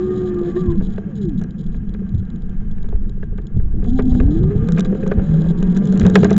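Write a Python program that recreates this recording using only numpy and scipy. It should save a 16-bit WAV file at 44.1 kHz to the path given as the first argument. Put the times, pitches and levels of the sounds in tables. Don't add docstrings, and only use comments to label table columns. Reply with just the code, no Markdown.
import sys
import numpy as np
from scipy import signal
from scipy.fft import rfft, irfft, next_fast_len
from scipy.io import wavfile

SR = 44100
rng = np.random.default_rng(int(sys.argv[2]) if len(sys.argv) > 2 else 0)


def waveform_to_disk(signal):
    frames = np.transpose(np.atleast_2d(signal))
    scaled = np.clip(frames, -1, 1) * 32767
    samples = np.round(scaled).astype(np.int16)
    wavfile.write(sys.argv[1], SR, samples)


def field_ratio(decibels):
    return 10 ** (np.asarray(decibels, dtype=float) / 20)


N = 281341

# start_s, pitch_hz, level_db
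DRONE = [
    (5.22, 156.1, -34.5),
    (5.296, 157.4, -11),
    (5.42, 160.9, -10),
    (5.46, 164.9, -14),
    (5.518, 168, -10),
    (5.554, 178.7, -33.5),
    (5.59, 172.7, -12.5),
    (5.65, 177, -34.5),
]
# centre_hz, width_hz, level_db
HOUSING = [(3120, 100, -8), (3420, 240, 0), (3850, 220, 0), (4700, 250, -17), (5060, 200, -15),
           (5950, 500, -21), (6680, 170, -6), (7050, 350, -11)]
# centre_hz, width_hz, level_db
STEM = [(690, 80, -3), (754, 62, -1.5), (960, 610, -11.5), (1190, 100, 6.5), (1380, 210, 8.5),
        (1584, 78, 12), (1630, 30, -8), (1660, 81, 0.5), (2080, 68, -7.5), (2440, 130, -8.5),
        (2960, 310, -7)]
# centre_hz, width_hz, level_db
FORK = [(414.6, 35.6, -3.5), (314.7, 60, 5), (595, 14, -23.5)]


def rms_one(x):
    return x / np.sqrt(np.mean(x ** 2) + 1e-20)


def in_time(rows):
    s, *columns = np.transpose(rows)
    return [np.interp(np.arange(N) / SR, s, c) for c in columns]


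def drift(rate_hz):
    r = np.exp(-40 * np.pi * rate_hz / SR)
    noise = rng.standard_normal(N // 20 + 2002)
    slow = signal.lfilter([1], [1, -2 * r, r * r], noise)[2000:]
    return np.interp(np.arange(N) / 20, np.arange(len(slow)), rms_one(slow))


def resonate(x, modes):
    out = 0
    for hz, width_hz, db in modes:
        r = np.exp(-np.pi * width_hz / SR)
        zeros = np.array([1, 0, -1]) * (1 - r * r) / 2
        poles = [1, -2 * r * np.cos(2 * np.pi * hz / SR), r * r]
        out = out + field_ratio(db) * signal.lfilter(zeros, poles, x + 1e-18)
    return out


def band(x, low_hz, high_hz, order):
    return signal.sosfilt(signal.butter(order, [low_hz, high_hz], "band", fs=SR, output="sos"), x)


def coloured(spectrum):
    size = next_fast_len(N)
    hz, db = np.transpose(spectrum)
    log_hz = np.log(np.arange(size // 2 + 1) * SR / size + 1)
    gain = field_ratio(np.interp(log_hz, np.log(hz), db, left=-90, right=-120))
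    return rms_one(irfft(rfft(rng.standard_normal(size)) * gain, size)[:N])


def tone(rows, wobble_db, wobble_share):
    start_s, end_s = rows[0][0], rows[-1][0]
    fade_s = .02
    span = slice(max(int((start_s - fade_s) * SR), 0), int((end_s + fade_s) * SR))
    hz, db = in_time(rows)
    t = np.arange(N)[span] / SR
    fade_in = np.clip((t - start_s + fade_s) / fade_s, 0, 1)
    fade_out = np.clip((end_s + fade_s - t) / fade_s, 0, 1)
    phase = 2 * np.pi * np.cumsum(hz * (1 + wobble_share * drift(25))) / SR
    level = field_ratio((db + wobble_db * drift(11))[span])
    out = np.zeros(N)
    out[span] = np.sqrt(2) * fade_in * fade_out * level * np.sin(phase[span])
    return out


def partial(rows, ratio, gain_db):
    return [(s, ratio * hz, db + gain_db) for s, hz, db in rows]


def bursts(times_s, heights, lengths_s):
    shape = np.zeros(N)
    for s, height, length_s in zip(times_s, heights, lengths_s):
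        at = round(s * SR)
        t = np.arange(min(N - at, 4000)) / SR / max(length_s, 1e-4)
        shape[at:at + len(t)] += height * t ** 0.15 * np.exp(-t * t)
    return shape * rng.standard_normal(N)


def clicks(times_s, heights):
    out = np.zeros(N)
    at = np.round(np.array(times_s) * SR).astype(int)
    np.add.at(out, np.minimum(at, N - 1), heights)
    return out


def swells(rows):
    out, t = np.zeros(N), np.arange(N) / SR
    for s, db, width_s in rows:
        near = slice(max(int((s - 3 * width_s) * SR), 0), int((s + 3 * width_s) * SR))
        out[near] += field_ratio(db) * np.exp(-((t[near] - s) / width_s) ** 2)
    return out


def motor():
    # start_s, pitch_hz, level_db
    cruise = [
        (0.0, 352.7, -18),
        (0.019, 366.2, -20),
        (0.19, 368.8, -20.5),
        (0.49, 345.6, -21),
        (0.532, 348.2, -40),
        (0.569, 356.3, -10.5),
        (0.607, 372.6, -27.5),
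        (0.716, 341, -17.5),
        (0.8, 329, -36),
    ]
    braking = [
        (0.0, 1162, -45.5),
        (0.114, 1223, -47.5),
        (0.675, 1143, -50.5),
        (0.79, 1000, -64),
        (1.054, 620, -62),
        (1.15, 470, -43),
        (1.25, 363.6, -33),
        (1.4, 187.1, -25),
        (1.451, 173, -41),
    ]
    pull_away = [
        (3.85, 226, -23),
        (3.932, 252.2, -15),
        (4.201, 250.6, -16.5),
        (4.297, 290.8, -17.5),
        (4.434, 361.2, -25),
        (4.531, 404, -22.5),
        (4.701, 485.7, -39),
        (5.042, 531, -33),
        (5.448, 560.5, -46),
    ]
    full_drone = [
        (5.62, 191, -22),
        (5.628, 194.5, -13),
        (5.698, 174.2, -19),
        (5.83, 200.4, -16),
        (5.9, 186.9, -13),
        (6.05, 197.9, -15.5),
        (6.084, 184.3, -9),
        (6.312, 195.9, -12),
        (6.38, 216, -15),
    ]
    tread = [
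        (5.3, 410, -43),
        (5.366, 394.1, -38),
        (6.15, 425, -30),
        (6.38, 435, -36),
    ]
    surge = [
        (4.3, 152.9, -26.5),
        (4.45, 138.6, -18.5),
        (4.62, 155.1, -24.5),
        (4.8, 170.7, -14.5),
        (4.95, 182, -32),
    ]
    whine = [
        (5.4, 1080, -62),
        (5.52, 1115, -55),
        (5.76, 1152, -55),
        (5.88, 1215, -55),
        (6.0, 1255, -57),
    ]
    hum = [
        (4.3, 1233, -56),
        (4.79, 1210, -49),
        (4.85, 1190, -58),
    ]

    low = tone(cruise, 0.93, .0022) + tone(pull_away, 2.4, .022) + tone(DRONE, 2.3, .019)
    low = low + tone(full_drone, 1.5, .014) + tone(tread, 4.4, .0347) + tone(surge, 4.0, .06)
    high = tone(braking, 4.5, .016) + tone(whine, 3.0, .009) + field_ratio(-3) * tone(hum, 4.0, .025)
    high = high + tone(partial(whine, 5 / 6, 1.0), 3.0, .009)
    high = high + tone(partial(pull_away[:3], 3, -34.0), 5.0, .04)
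    high = high + tone(partial(full_drone, 3, -31.0), 5.0, .035)
    high = high + tone(partial(cruise, 2, -33.0), 5.0, .02)
    high = high + tone(partial(cruise, 3, -38.0), 5.7, .013)
    high = high + tone(partial(cruise, 5, -41.0), 4.0, .012)
    sixth = [(s, hz / 6, -29.0) for s, hz, db in braking if s < .7]
    return low + high + tone(sixth, 0.83, .023)


def frame(hum_db):
    # centre_hz, width_hz, level_db
    frame_modes = [(190.8, 22, 6.5), (162.3, 17, -2.5), (211, 11, -4.5)]
    shaken = rms_one(band(resonate(rng.standard_normal(N), frame_modes), 130, 235, order=3))
    droning = np.clip((np.arange(N) / SR - DRONE[0][0]) / .05, 0, 1)
    return field_ratio(hum_db - 0.5 - 3.8 * droning) * shaken


def wind(gust_db):
    # freq_hz, density_db
    lump_spectrum = [(5.9, -26), (10, 2.5), (32, -2.5), (90, -18.5), (120, -36), (200, -120)]
    flutter_spectrum = [(40, -5.5), (70, -3.5), (120, 0), (160, -6), (250, -32.5), (400, -39)]
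    # centre_s, peak_db, half_width_s
    buffets = [(0.0, -30, 0.36), (0.689, -9, 0.011), (1.301, -35, 0.16), (2.17, -17, 0.042),
               (3.567, -10.5, 0.014), (3.861, -30.5, 0.28), (4.281, -26.5, 0.11), (4.438, -8.5, 0.04),
               (4.573, -16.5, 0.044), (5.188, -12.5, 0.015), (5.45, -30, 0.023), (6.042, -9.5, 0.029),
               (6.25, -22.5, 0.18)]
    # centre_s, peak_db, half_width_s
    pushes = [(2.949, -1, 0.0054), (3.595, -4, 0.0024), (4.121, 0, 0.0043), (4.154, -2, 0.0025),
              (4.212, 2.5, 0.004), (4.245, -2.5, 0.0019), (4.279, 1.5, 0.005), (5.186, -1, 0.0022),
              (5.303, -5, 0.0023), (4.257, 0, 0.0024), (4.368, -9, 0.0017), (4.416, -6.5, 0.0018),
              (4.44, -6.5, 0.0027), (4.568, -7, 0.0023), (4.628, -7, 0.0022), (6.034, -5.5, .003),
              (5.466, -12, 0.002)]
    flutter_db, flutter_follows = -32.5, 0.35
    port_top = .46

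    lumps = rms_one(coloured(lump_spectrum) * field_ratio(1.5 * drift(6)))
    flutter = rms_one(coloured(flutter_spectrum) * field_ratio(1.5 * drift(14)))
    steady = field_ratio(flutter_db + flutter_follows * (gust_db - gust_db.mean()))
    eddies = field_ratio(gust_db) * lumps + (steady + swells(buffets)) * flutter
    return port_top * np.tanh(eddies / port_top) + band(swells(pushes), 15, 650, order=2)


def road():
    # start_s, level_db
    rolling = [(0.0, -50), (0.51, -50.5), (0.8, -54), (0.94, -55), (1.62, -58.5), (2.54, -58),
               (3.09, -60.5), (3.66, -61), (4.21, -54), (4.44, -51.5), (4.6, -50), (4.92, -49.5),
               (5.21, -48), (5.63, -50.5), (6.24, -42.5), (6.38, -45.5)]
    # freq_hz, density_db
    hiss_spectrum = [(2400, -26), (3100, 6.5), (3500, -5), (3900, -2.5), (5500, 3), (6720, 2.5),
                     (8500, -10), (11000, -30.5)]
    fork_db, fork_follows, low_stem_db, low_stem_follows = -38, 1.31, -55, 1.26
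    strain_s, strain_width_s, strain_peak_db = 4.03, 0.49, 7
    air_db = -16

    high_db, = in_time(rolling)
    swing_db = high_db - high_db.mean()
    strain_db = strain_peak_db * np.exp(-((np.arange(N) / SR - strain_s) / strain_width_s) ** 2)
    rumble_db = fork_db + fork_follows * swing_db + strain_db
    low_db = low_stem_db + low_stem_follows * swing_db + strain_db
    rumble = rms_one(band(resonate(rng.standard_normal(N), FORK), 240, 505, order=4))
    roughness = rng.standard_normal(N) * field_ratio(1.5 * drift(30))
    low = rms_one(band(resonate(roughness, STEM[:3]), 590, 973, order=3))
    high = rms_one(band(resonate(roughness, STEM[3:]), 910, 3100, order=4))
    air_modes = HOUSING + [(5700, 1500, -17), (7700, 1000, -14)]
    puffs_db = 2.0 * drift(40)
    air = field_ratio(high_db + air_db + puffs_db) * rms_one(resonate(coloured(hiss_spectrum), air_modes))
    return field_ratio(rumble_db + 3.0 * drift(30)) * rumble + field_ratio(low_db) * low + field_ratio(high_db) * high + air


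def rattle(shake):
    # start_s, length_s, tick_db, share of swings that land
    spells = [(0.005, .05, -53, .8), (.056, .035, -52, .8), (.106, .025, -50, .7), (.137, .058, -50, .9),
              (0.2, .04, -50, .7), (.255, .043, -50, 1), (0.433, .092, -50, 1), (0.555, .065, -49, 1),
              (.638, .006, -50, 1), (.657, .006, -48, 1), (0.701, .021, -49, 1), (0.82, .052, -51, 1),
              (0.894, .047, -51, .7), (1.154, .032, -50, 1), (1.214, .08, -49, .5), (1.376, .021, -49, 1),
              (1.583, .037, -52, 1), (1.631, .012, -54, 1), (1.664, .007, -53, 1), (1.718, .018, -56, 1),
              (1.752, .018, -53, 1), (2.147, .005, -52, 1), (2.178, .025, -53, 1), (3.875, .03, -49, 1),
              (3.957, .03, -46, 1), (4.094, .029, -47, 1), (4.142, .047, -47, 1), (4.307, .088, -48, .9),
              (4.43, .012, -49, 1), (4.474, .135, -56, .6), (4.761, .01, -44, 1), (4.848, .016, -43, 1),
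              (4.945, .043, -53, .8), (5.0, .038, -52, .7), (5.067, .015, -47, 1), (5.216, .183, -51, 1),
              (5.44, .035, -52, .8), (5.487, .03, -46, 1), (5.575, .016, -46, 1), (5.603, .007, -49, 1),
              (5.63, .012, -49, 1), (5.667, .01, -50, 1), (5.7, .026, -49, 1), (5.745, .045, -47, 1),
              (5.824, .08, -48, 1), (5.918, .041, -47, 1), (5.997, .022, -43, 1), (6.03, .075, -44, .9),
              (6.138, .135, -42, 1), (6.295, .05, -42, 1)]
    # start_s, tick_db
    lone_ticks = [(0.755, -53), (.96, -50), (.982, -50), (0.778, -48), (0.343, -47), (.385, -50),
                  (.391, -50), (4.231, -47), (4.243, -53), (4.264, -53), (4.63, -51), (4.643, -51),
                  (4.672, -44), (3.86, -50), (4.201, -48), (4.748, -50), (5.137, -50), (5.4014, -49),
                  (5.4079, -47), (5.4128, -46), (5.4188, -44), (5.339, -48), (5.351, -48), (.413, -52),
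                  (.8, -56), (6.122, -50), (1.507, -48), (1.892, -48), (1.939, -46), (2.091, -48),
                  (2.251, -51), (2.301, -48), (2.359, -51), (2.42, -53), (2.494, -50), (2.713, -48),
                  (2.828, -48), (2.888, -50), (3.094, -46), (3.238, -51), (3.378, -50), (3.418, -51),
                  (3.468, -45), (3.57, -48), (3.841, -45), (3.932, -46), (4.022, -47), (4.054, -46),
                  (4.078, -48), (5.119, -50), (5.975, -42), (6.366, -42)]
    # start_s, peak_db
    slap_events = [(1.415, -40.5), (1.438, -35), (4.6872, -24.5), (4.7212, -25), (4.783, -31),
                   (4.7952, -21.5), (4.8062, -20.5), (4.8477, -34.5), (4.86, -50), (5.0766, -32),
                   (5.627, -27), (5.767, -31.5), (5.7736, -29.5), (5.873, -32), (5.924, -29), (5.9746, -27),
                   (5.9967, -17.5), (6.0083, -32), (6.065, -18.5), (6.145, -30), (6.1546, -11),
                   (6.03, -34.5), (6.099, -28.5), (6.171, -34), (6.234, -35), (5.855, -34), (6.19, -32),
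                   (6.2047, -36), (6.245, -14.5), (6.306, -22), (6.329, -25.5), (6.365, -24.5)]
    # low_hz, high_hz, level_db
    openings = [(2900, 4120, 0), (4500, 5250, 0.2), (5450, 6300, -6), (6440, 7500, 0.0)]
    landing_spread_s = .0006
    rebound_s, rebound_db = .003, -11
    tick_db, scuff_db, scuff_s = -3, -3.5, .0006
    slap_db, slap_stem_db = 3, 4.5

    swing = band(shake, 150, 225, order=3)
    landings_s = np.flatnonzero((swing[:-1] > 0) & (swing[1:] <= 0)) / SR
    chance = rng.standard_normal(N)
    ticks = np.zeros(N)
    for s, length_s, db, share in spells + [(s, 0, db, 1) for s, db in lone_ticks]:
        inside_s = landings_s[(landings_s > s + .003) & (landings_s < s + length_s)]
        at = np.round(np.append(s, inside_s) * SR).astype(int)
        speed = swing[at] - swing[at + 1]
        kept = np.append(at[0], at[speed >= np.quantile(speed, 1 - share)])
        late = (landing_spread_s * SR * abs(chance[kept + 1])).astype(int)
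        ticks[kept + late] = field_ratio(db + 32.5)
    rebounds = np.roll(ticks, round(rebound_s * SR)) * field_ratio(rebound_db + 1.2 * chance)
    contacts = (ticks * field_ratio(1.8 * chance) + rebounds) * field_ratio(tick_db + 1.0 * drift(15))

    fade = np.exp(-1 / (scuff_s * SR))
    scuff_level = np.sqrt(signal.lfilter([1 - fade], [1, -fade], contacts ** 2))
    rung = 0
    for mode in HOUSING:
        scuff = scuff_level * rng.standard_normal(N)
        rung = rung + resonate(contacts + field_ratio(scuff_db) * scuff, [mode])
    ticking = sum(field_ratio(db) * band(rung, low_hz, high_hz, order=3) for low_hz, high_hz, db in openings)

    s, db = np.transpose(slap_events)
    slaps = bursts(s, field_ratio(db + slap_db), np.full(len(s), .0018))
    slap_modes = HOUSING + [(5870, 1100, -2), (3670, 240, -1.5), (7700, 600, -14.5)]
    return ticking + resonate(slaps, slap_modes) + field_ratio(slap_stem_db) * resonate(slaps, STEM[5:])


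def joints():
    # start_s, crack_db, dullness_db, length_s
    paving = [(0.474, -37.5, -8, 0.0054), (0.699, -48, 1.5, 0.0069), (1.441, -42, -2, 0.0036),
              (1.743, -40.5, -7, 0.0071), (2.708, -52, -6, 0.0032), (2.781, -41, -16, 0.0055),
              (2.838, -49, 4, 0.022), (3.094, -53, 7, 0.003), (3.307, -51, -3, 0.0035),
              (3.826, -42.5, 6.5, 0.0044), (4.505, -41.5, -2, 0.022), (4.773, -26.5, -8.5, .012),
              (4.85, -34, -0.5, .008), (4.924, -41.5, 10, 0.0071), (4.948, -37, 5.5, .006),
              (5.028, -36, -12.5, 0.011), (5.062, -35, 8, 0.0057), (5.442, -43, 6, 0.009),
              (6.035, -31.5, -1, 0.0054), (6.364, -38, -15, 0.0025), (0.563, -38, 2.5, 0.013),
              (0.809, -42.5, 7, 0.0049), (0.978, -35, 3.5, 0.0067), (1.411, -41.5, 0.5, 0.015),
              (4.279, -45, 2, 0.0032), (1.945, -34.5, -7, 0.0044), (2.885, -46, 3, 0.0047),
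              (2.925, -50, 15.5, 0.0052), (2.953, -41, -3.5, 0.0057), (3.227, -35.5, -1.5, 0.0065),
              (3.38, -38.5, -2, 0.011), (3.596, -41.5, 0.5, 0.0078), (3.846, -38.5, -1.5, 0.0071),
              (3.9882, -27.5, 7, 0.016), (4.148, -37, 2.5, 0.005), (4.199, -27, -1, 0.0075),
              (4.684, -28, -4, 0.005), (4.787, -25, -2, 0.0061), (5.113, -24, 3, 0.011),
              (5.193, -34, 2.5, 0.0076), (5.623, -39.5, 10.5, 0.0072), (5.763, -36, 1.5, 0.0088),
              (6.013, -24, -16, 0.0049), (6.048, -24.5, -5, 0.011), (6.1545, -8, -4, 0.0082),
              (6.23, -18.5, 3, 0.0064), (6.247, -25, 1.5, 0.015), (6.298, -27.5, -14, 0.0047),
              (6.309, -27, 8, 0.008)]
    # start_s, level_db
    thumps = [(0.412, -23), (0.425, -26), (0.47, -30.5), (2.017, -33), (2.843, -38), (3.175, -36),
              (3.327, -33), (4.924, -22.5), (5.033, -18.5), (5.77, -22.5), (6.095, -18)]
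    # start_s, peak_db, pitch_hz
    rap_events = [
        (3.596, -38, 482),
        (4.15, -26, 509),
        (4.278, -31, 646),
        (5.341, -27, 544),
        (5.416, -28, 536),
        (5.462, -25, 550),
        (5.507, -28, 530),
        (5.934, -26, 570),
    ]
    rap_width_hz = 70
    thud_over_crack_db, thud_follows = 11, 0.93
    bright_follows = 1.2
    low_crack_follows, top_crack_follows = 0.57, -0.39

    s, crack_db, dull_db, length_s = np.transpose(paving)
    low_crack_db = crack_db + low_crack_follows * dull_db + 11.0
    top_crack_db = bright_follows * crack_db + top_crack_follows * dull_db + 12.5
    knock_db = crack_db + dull_db + 19.0
    thud_db = crack_db + thud_over_crack_db + thud_follows * dull_db + 51.0

    top_modes = [(2020, 290, -6), (2460, 250, -5.5), (3320, 1200, -19.5)]
    knock_modes = [(665, 59, 3.5), (780, 61, 0.0), (884, 55, -3.0)]
    crack = resonate(bursts(s, field_ratio(crack_db + 9.0), length_s), [(1611, 160, 7.0), (950, 110, -16.0)])
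    crack = crack + resonate(bursts(s, field_ratio(low_crack_db), length_s), [(1190, 170, 3.3)])
    crack = crack + resonate(bursts(s, field_ratio(top_crack_db), length_s), top_modes)
    knock = resonate(bursts(s, field_ratio(knock_db), length_s), knock_modes)

    lone_s, lone_db = np.transpose(thumps)
    hits = clicks(s + .002, field_ratio(thud_db)) + clicks(lone_s, field_ratio(lone_db + 54.5))
    thud = resonate(hits, FORK[:1] + [(480.0, 50, -16.0)])
    raps = np.zeros(N)
    for at_s, db, hz in rap_events:
        hit = clicks([at_s], field_ratio(db) * SR / (np.pi * rap_width_hz))
        raps += resonate(hit, [(hz, rap_width_hz, -2.5)])
    stem = band(raps, 400, 850, order=2) + band(crack, 740, 3100, order=2) + band(knock, 350, 760, order=2)
    return stem + band(thud, 320, 520, order=2)


def scene():
    # start_s, level_db
    shaking = [(0.0, -32), (0.78, -17.5), (1.03, -29), (1.21, -15.5), (1.33, -25.5), (1.39, -16.5),
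               (1.53, -29), (1.6, -23.5), (3.5, -31.5), (3.57, -25.5), (3.66, -37), (3.84, -21.5),
               (4.83, -17), (4.9, -19), (5.51, -18), (5.54, -16), (6.08, -7), (6.38, -6)]
    # start_s, level_db
    gusts = [(0.0, -36.5), (0.62, -30.5), (0.78, -10), (1.1, -37), (1.37, -19.5), (1.53, -39),
             (1.69, -18.5), (2.31, -27), (2.65, -18.5), (3.44, -15), (3.48, -37), (3.55, -7), (4.26, -15.5),
             (4.74, -22.5), (5.15, -20.5), (5.97, -26.5), (6.04, -28), (6.38, -40)]
    # centre_s, loss_db, half_width_s
    lulls = [
        (6.124, 8, 0.029),
        (6.282, 5.5, .012),
        (6.355, 9, .01),
        (5.53, 3.5, 0.0086),
    ]
    hum_db, = in_time(shaking)
    gust_db, = in_time(gusts)
    t = np.arange(N) / SR
    lull_db = sum(loss_db * np.exp(-((t - s) / width_s) ** 2) for s, loss_db, width_s in lulls)
    shake = (frame(hum_db) + motor()) * field_ratio(-lull_db)
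    return (shake + wind(gust_db) + road() + joints() + rattle(shake))[None]


def band_limit(x):
    return signal.sosfilt(signal.butter(12, 16000, fs=SR, output="sos"), x)


def record(dry):
    overload, offset = .712, .006
    clipped = np.clip(.93 * dry + offset, -overload, overload) * 1.085
    cut = signal.sosfilt(signal.cheby1(6, 1, 7400, fs=SR, output="sos"), clipped)
    return band_limit(np.clip(cut, -overload, overload))


dry = scene()
out = record(dry)
waveform_to_disk(out)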